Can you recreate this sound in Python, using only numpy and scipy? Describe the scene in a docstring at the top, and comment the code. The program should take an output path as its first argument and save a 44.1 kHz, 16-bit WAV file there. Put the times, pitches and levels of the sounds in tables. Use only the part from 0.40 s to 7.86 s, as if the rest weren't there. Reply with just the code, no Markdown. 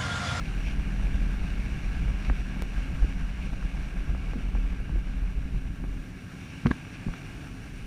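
"""Wind buffets the microphone first, over the low road rumble of a vehicle on a wet street, slowing into floodwater.
The place is open air; the microphone rides in a camera on the body, with no distance to any source but the mount.
Wind, rumble, tyre hiss and spray are shaped noise, the last two with droplets; the drivetrain drone is a set of sines.
Puddle splashes are bursts of droplets; mount knocks and body thumps, hardest over a bump in the flooded stretch,
are decaying sines, and one tick is a pressure step. The camera's case colours all but drone, thumps and tick."""
import sys
import numpy as np
from scipy import signal
from scipy.fft import rfft, irfft, next_fast_len
from scipy.io import wavfile
from scipy.ndimage import uniform_filter1d, map_coordinates

SR = 44100
rng = np.random.default_rng(int(sys.argv[2]) if len(sys.argv) > 2 else 0)


def generate_wav(signal):
    """Clip the signal to [-1, 1] and save it as 16-bit WAV at the path in sys.argv[1]."""
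    frames = np.transpose(np.atleast_2d(signal))
    scaled = np.clip(frames, -1, 1) * 32767
    pcm = np.round(scaled).astype(np.int16)
    wavfile.write(sys.argv[1], SR, pcm)


N = 328986

# airflow at the microphone, dropping as the vehicle brakes for the flood: start_s [s], buffet_db [dB before gusts]
WIND_LEVEL = [(0, -31), (.45, -25.5), (.9, -25), (1.35, -30.5), (1.8, -29), (2.15, -30), (2.75, -29),
              (3.3, -30.5), (3.9, -28), (4.7, -28.5), (5.55, -30.5), (5.88, -54), (6.55, -48), (7.46, -40)]
# single gusts, and lulls where negative: peak_s [s], lift_db [dB]
GUST_LIFTS = [(.36, 4), (1.61, 5.5), (1.92, 6), (2.32, -3), (2.635, 8.5), (3.72, 6), (4.178, 5.5),
              (4.559, 10), (5.16, 5), (5.09, -5.5), (5.36, -12), (5.502, 3.5), (7.41, 7.5)]
# wind spectrum at the microphone: frequency_hz [Hz], density_db [relative dB per Hz]
BUFFET_SPECTRUM = [(10, -7), (22, -6.5), (33, -2.5), (43, 2.5), (50, -1), (58, 1), (72, -11), (95, -20),
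                   (160, -15.5), (200, -18), (235, -29), (400, -38), (1000, -67.5), (3000, -88)]
# road and tyres, the hiss fading as the vehicle slows and returning in deeper water:
# start_s [s], rumble_db [dB before trim], hiss_db [dB before trim], spray_db [dB before trim]
ROAD_LEVELS = [(0, -39.5, -47, -61), (1.2, -39, -47, -62.5), (2.4, -40.5, -47.5, -62.5),
               (3.1, -44, -50, -63), (3.6, -41, -49, -64), (4.3, -42, -51, -67.5),
               (5.45, -40, -54.5, -66.5), (6.05, -40.5, -51, -60.5), (6.6, -40.5, -49, -61.5),
               (7.05, -39, -51, -61), (7.46, -42, -53, -61.5)]
# body shaken by the road: frequency_hz [Hz], density_db [relative dB per Hz]
RUMBLE_SPECTRUM = [(20, -28), (70, -1), (105, 2.5), (152, 0.5), (175, 1.5), (197, -3), (222, -7), (260, 1),
                   (310, -8.5), (400, -13.5), (550, -22.5), (730, -28.5), (1000, -34.5), (2500, -47.5)]
# drivetrain: start_s [s], turns_hz [Hz before wander], drone_db [dB against the untrimmed road rumble]
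DRIVETRAIN = [(0, 39.74, -1.5), (1.5, 39.29, -4.5), (2.6, 38.4, -2), (4, 37.6, -3.5), (5.5, 36.58, -8.5),
              (7.46, 35.33, -11.5)]
# harmonics of its drone: order [multiple of turns_hz], level_db [relative dB]
DRONE_ORDERS = [(3, -2), (4, -2), (5, 0), (7, -10.5)]
# water peeling off the tread: frequency_hz [Hz], density_db [relative dB per Hz]
HISS_SPECTRUM = [(200, -8), (500, -4), (750, 0), (960, -6), (1400, -3), (1950, -4.5), (2400, 1),
                 (2850, -0.5), (3150, -10), (4200, -14.5), (5200, -19.5), (8000, -26), (16000, -68)]
# fine spray on the body: frequency_hz [Hz], density_db [relative dB per Hz]
SPRAY_SPECTRUM = [(1500, -19), (3500, 6.5), (5000, 2.5), (7300, 0.5), (8200, -5.5), (9400, -2),
                  (11000, -7.5), (12400, -13), (13200, -13), (14300, -9), (15000, -12.5)]
# tyres slapping through puddles: peak_s [s], level_db [dB], half_s [s from the peak to 1/e]
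PUDDLES = [(0.062, -48, 0.029), (0.282, -44, 0.052), (1.86, -50, 0.023), (6.106, -53.5, 0.073),
           (6.266, -42, 0.003), (6.55, -51, .02), (6.852, -56, 0.02), (6.74, -49.5, .008)]
# drops thrown from a puddle: frequency_hz [Hz], density_db [relative dB per Hz]
SPLASH_SPECTRUM = [(700, -18), (1600, -10), (2500, 20.5), (3300, 6.5), (4500, 0.5), (5800, -2), (9000, -24),
                   (15000, -34)]
# knocks of the camera mount: start_s [s], level_db [dB before mode and case gains], pitch_hz [Hz]
MOUNT_KNOCKS = [(1.849, -31, 2060), (1.898, -19, 1240), (2.165, -31, 795), (3.226, -32, 1380),
                (3.748, -24, 790), (3.9333, -23.5, 780), (4.151, -25.5, 805), (4.493, -25.5, 720),
                (5.439, -31.5, 1100), (6.2591, -14.5, 1120), (6.265, -38, 2000), (6.268, -21, 2030),
                (6.308, -29, 1970), (6.3125, -18.5, 1185), (6.3139, -19, 1660), (6.684, -27, 744),
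                (6.7376, -28.5, 1360)]
# the mount's modes: ratio [multiple of pitch_hz], level_db [relative dB], t60_s [s to fall 60 dB]
MOUNT_MODES = [(.6, -1.5, .011), (1, 1, 0.0091), (1.45, -1, 0.0052), (2.2, -5, 0.0052)]
# jolts of the body: start_s [s], level_db [dB before mode gains], pitch_hz [Hz], t60_s [s to fall 60 dB]
BODY_JOLTS = [(1.899, -13.5, 45, 0.15), (1.898, -23, 258, 0.048), (2.164, -27.5, 201, 0.066),
              (2.642, -31.5, 308, 0.044), (3.746, -26, 220, .022), (3.955, -27.5, 239, 0.098),
              (4.183, -30, 335, 0.018), (4.494, -26, 150, 0.084), (4.557, -33.5, 340, .045),
              (5.157, -28, 170, 0.054), (5.437, -26.5, 276, 0.033), (6.2515, -12.5, 142, 0.089),
              (6.259, -15.5, 239.5, 0.096), (6.262, -20.5, 54, 0.11), (6.297, -21, 64, 0.1),
              (6.308, -9.5, 242, 0.026), (6.663, -20, 194.6, 0.051), (6.675, -21, 35.3, 0.13),
              (6.681, -20.5, 166, 0.042)]
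# the body's modes in a jolt: ratio [multiple of pitch_hz], level_db [relative dB]
BODY_MODES = [(.58, -6), (1, 2.5), (1.5, -12), (1.95, -15)]
# one sharp tick: start_s [s], level_db [dB]
SHARP_TICK = (2.2223, -19.5)
# resonances of the camera's case: centre_hz [Hz], width_hz [Hz], lift_db [dB]
CASE_RESONANCES = [(1120, 64, 4), (1370, 42, 4), (1609, 213, 9), (2223, 110, 4.5), (5727, 420, 8),
                   (8780, 490, 8), (10500, 300, 4.5)]

GUST_HALF_S = 0.031  # from a gust's peak to 1/e of its lift in dB
TURBULENCE_DB, TURBULENCE_RATE = 2.5, 28  # scale of random swings, and knots a second
GUST_FLUTTER = 0.34  # the flutter rises by this share of the gust lift in dB
RATTLE_DB, RATTLE_HZ = -42, 746  # faint random knocks, level before mode and case gains
RATTLE_UNTIL_S = 6  # the faint knocks end once the vehicle has slowed
TOP_HZ = 15350  # nothing sounds above this frequency


def amp(db):
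    """Decibels to gain."""
    return 10 ** (np.asarray(db) / 20)


def unit(x):
    """Scale to rms 1."""
    return x / np.sqrt(np.mean(x ** 2) + 1e-20)


def along(points, hz):
    """Read (Hz, value) points on a log frequency axis."""
    f, v = np.transpose(points)
    return np.interp(np.log(hz + 1), np.log(f + 1), v)


def curves(rows):
    """One value per sample for each column after the time."""
    s, *cols = np.transpose(rows)
    return [np.interp(np.arange(N) / SR, s, c) for c in cols]


def wobble(rate):
    """A smooth random curve through normal draws, rate knots a second."""
    knots = rng.standard_normal(int(N * rate / SR) + 4)
    return map_coordinates(knots, [np.arange(N) * rate / SR])


def filtered(x, response):
    """Multiply the spectrum of x by a response of frequency."""
    m = next_fast_len(N + SR // 2)
    return irfft(rfft(x, m) * response(np.fft.rfftfreq(m, 1 / SR)), m)[:N]


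def case_db(hz):
    """The lift that the hollows of the camera's case give to each frequency."""
    return sum(db / (1 + ((hz - centre) / (width / 2)) ** 2) for centre, width, db in CASE_RESONANCES)


def coloured(x, spectrum):
    """Give x a spectrum and the case's resonances, at rms 1."""
    return unit(filtered(x, lambda hz: amp(along(spectrum, hz) + case_db(hz))))


def steadied(x, seconds):
    """Even out the slow swells of x, at rms 1."""
    power = np.abs(uniform_filter1d(x ** 2, max(2, int(seconds * SR))))
    return unit(x / np.sqrt(power + 1e-6))


def rush(patchy_db):
    """White noise with drifting patches of random gain, at rms 1."""
    z = signal.stft(rng.standard_normal(N), nperseg=512)[2]
    across_pitch = uniform_filter1d(rng.standard_normal(z.shape), size=6, axis=0)
    patches = unit(uniform_filter1d(across_pitch, size=14, axis=1))
    return unit(signal.istft(z * amp(patchy_db * patches), nperseg=512)[1][:N])


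def droplets(rate, spread_db):
    """Tiny impacts of random size and sign at random moments, rate a second on average, at rms 1."""
    hits = rng.random(N) < rate / SR
    push = rng.uniform(-0.89, 1, N)
    size = amp(spread_db * rng.uniform(-1.04, 1, N))
    return unit(hits * push * size)


def add(track, s, sound):
    """Mix a sound into the track at a time."""
    part = track[max(0, round(s * SR)):][:len(sound)]
    part += sound[:len(part)]


def throb(hz, drift):
    """A deep, nearly steady pulsation of rms 1 with a wandering phase."""
    return unit(np.sin(2 * np.pi * hz * np.arange(N) / SR + drift * wobble(6)))


def gusts_db():
    """Lift of the wind over its set level: single gusts and random turbulence."""
    t = np.arange(N) / SR
    swells = sum(db * np.exp(-((t - s) / GUST_HALF_S) ** 2) for s, db in GUST_LIFTS)
    return swells + TURBULENCE_DB * wobble(TURBULENCE_RATE)


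def wind():
    """Eddies shed round the camera throb at a low pitch; their peaks break into brief flutter."""
    buffet_db, = curves(WIND_LEVEL)
    lift_db = gusts_db()
    churn = coloured(rng.standard_normal(N), BUFFET_SPECTRUM)
    eddies = steadied(churn + amp(-1.0) * throb(hz=41.25, drift=0.43), seconds=0.1175)
    # frequency_hz, density_db
    flutter_spectrum = [(60, -28), (160, 6.0), (205, 2), (250, -10),
                        (400, -15.0), (800, -15.0), (1400, -28.5), (4000, -48)]
    flutter = coloured(rng.standard_normal(N), flutter_spectrum)
    bursts = unit(np.abs(eddies) ** 1.47 * flutter)
    buffeting = amp(lift_db - 0.87) * eddies
    return amp(buffet_db) * (buffeting + amp(GUST_FLUTTER * lift_db - 20.0) * bursts)


def drivetrain_drone(turns_hz):
    """Harmonics of the turning drivetrain, each wavering in level and phase, at rms 1."""
    angle = 2 * np.pi * np.cumsum(turns_hz * (1 + 0.00409 * wobble(5))) / SR
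    drone = np.zeros(N)
    for order, db in DRONE_ORDERS:
        level = amp(db + 1.85 * wobble(2.23))
        drone += level * np.sin(order * angle + 0.14 * order * wobble(9))
    return unit(drone)


def road():
    """The rolling tyres shake the body, and the drivetrain drone sinks in pitch as the vehicle slows."""
    rumble_db, _, _ = curves(ROAD_LEVELS)
    turns_hz, drone_db = curves(DRIVETRAIN)
    drone = drivetrain_drone(turns_hz)
    rumble = steadied(coloured(rng.standard_normal(N), RUMBLE_SPECTRUM), seconds=0.13)
    return amp(rumble_db) * (amp(-2.5) * rumble + amp(drone_db) * drone)


def tyres():
    """Water peels off the tread in a hiss; droplets and fine spray patter on the body."""
    _, hiss_db, spray_db = curves(ROAD_LEVELS)
    surge_db = .7 * wobble(24)
    water = rush(patchy_db=1.5) + amp(-4.0) * droplets(rate=1000, spread_db=6)
    hiss = steadied(coloured(water, HISS_SPECTRUM), seconds=0.14)
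    mist = rush(patchy_db=1.0) + amp(-8.0) * droplets(rate=1800, spread_db=10)
    spray = coloured(mist, SPRAY_SPECTRUM)
    return amp(surge_db) * (amp(hiss_db + 0.88) * hiss + amp(spray_db + 0.2) * spray)


def splashes():
    """Each puddle throws up a short, bright burst of drops."""
    t = np.arange(N) / SR
    swell = sum(amp(db) * np.exp(-((t - s) / half) ** 2) for s, db, half in PUDDLES)
    return swell * coloured(droplets(rate=5500, spread_db=-12.0), SPLASH_SPECTRUM)


def rattle(count):
    """Faint knocks at random moments while the vehicle is at speed."""
    return [(RATTLE_UNTIL_S * u, RATTLE_DB, RATTLE_HZ) for u in rng.random(count)]


def knocks():
    """The mount takes up its play with short, dull plastic knocks, each with a brief scrape."""
    out, t = np.zeros(N), np.arange(SR // 20) / SR
    for s, db, hz in MOUNT_KNOCKS + rattle(count=6):
        ring = np.zeros(len(t))
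        for k, (ratio, level, t60) in enumerate(MOUNT_MODES):
            decay = amp(level + rng.normal(0, 1) - 60 * t / t60)
            ring += (-1) ** k * decay * np.sin(2 * np.pi * hz * ratio * t)
        scrape = rng.standard_normal(len(t)) * amp(-3.5 - 60 * t / 0.03)
        # a soft contact passes little above twice the knock's pitch
        contact = signal.butter(3, [hz * .35, hz * 2], "band", fs=SR, output="sos")
        add(out, s, amp(db) * signal.sosfilt(contact, ring + scrape))
    return filtered(out, lambda hz: amp(case_db(hz) - 5.5))


def jolts():
    """Bumps in the road set the body booming for a few cycles; opposed modes round off the onset."""
    out, t = np.zeros(N), np.arange(SR // 4) / SR
    onset = 1 - np.exp(-t / 0.0022)
    for s, db, hz, t60 in BODY_JOLTS:
        boom = sum((-1) ** k * amp(level) * np.sin(2 * np.pi * hz * ratio * t)
                   for k, (ratio, level) in enumerate(BODY_MODES))
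        add(out, s, amp(db - 60 * t / t60) * onset * boom)
    return out


def tick():
    """A sharp tick: a pressure step that relaxes within a few milliseconds."""
    out, t = np.zeros(N), np.arange(SR // 50) / SR
    start_s, level_db = SHARP_TICK
    add(out, start_s, -amp(level_db) * np.exp(-t / .0006))
    return out


def scene():
    """Everything reaches the one microphone directly, in the open air."""
    return (wind() + road() + tyres() + splashes() + knocks() + jolts() + tick())[None]


def record(dry):
    """The sound ends at a sharp upper band limit."""
    return filtered(dry[0], lambda hz: hz < TOP_HZ)[None]


dry = scene()
out = record(dry)
generate_wav(out)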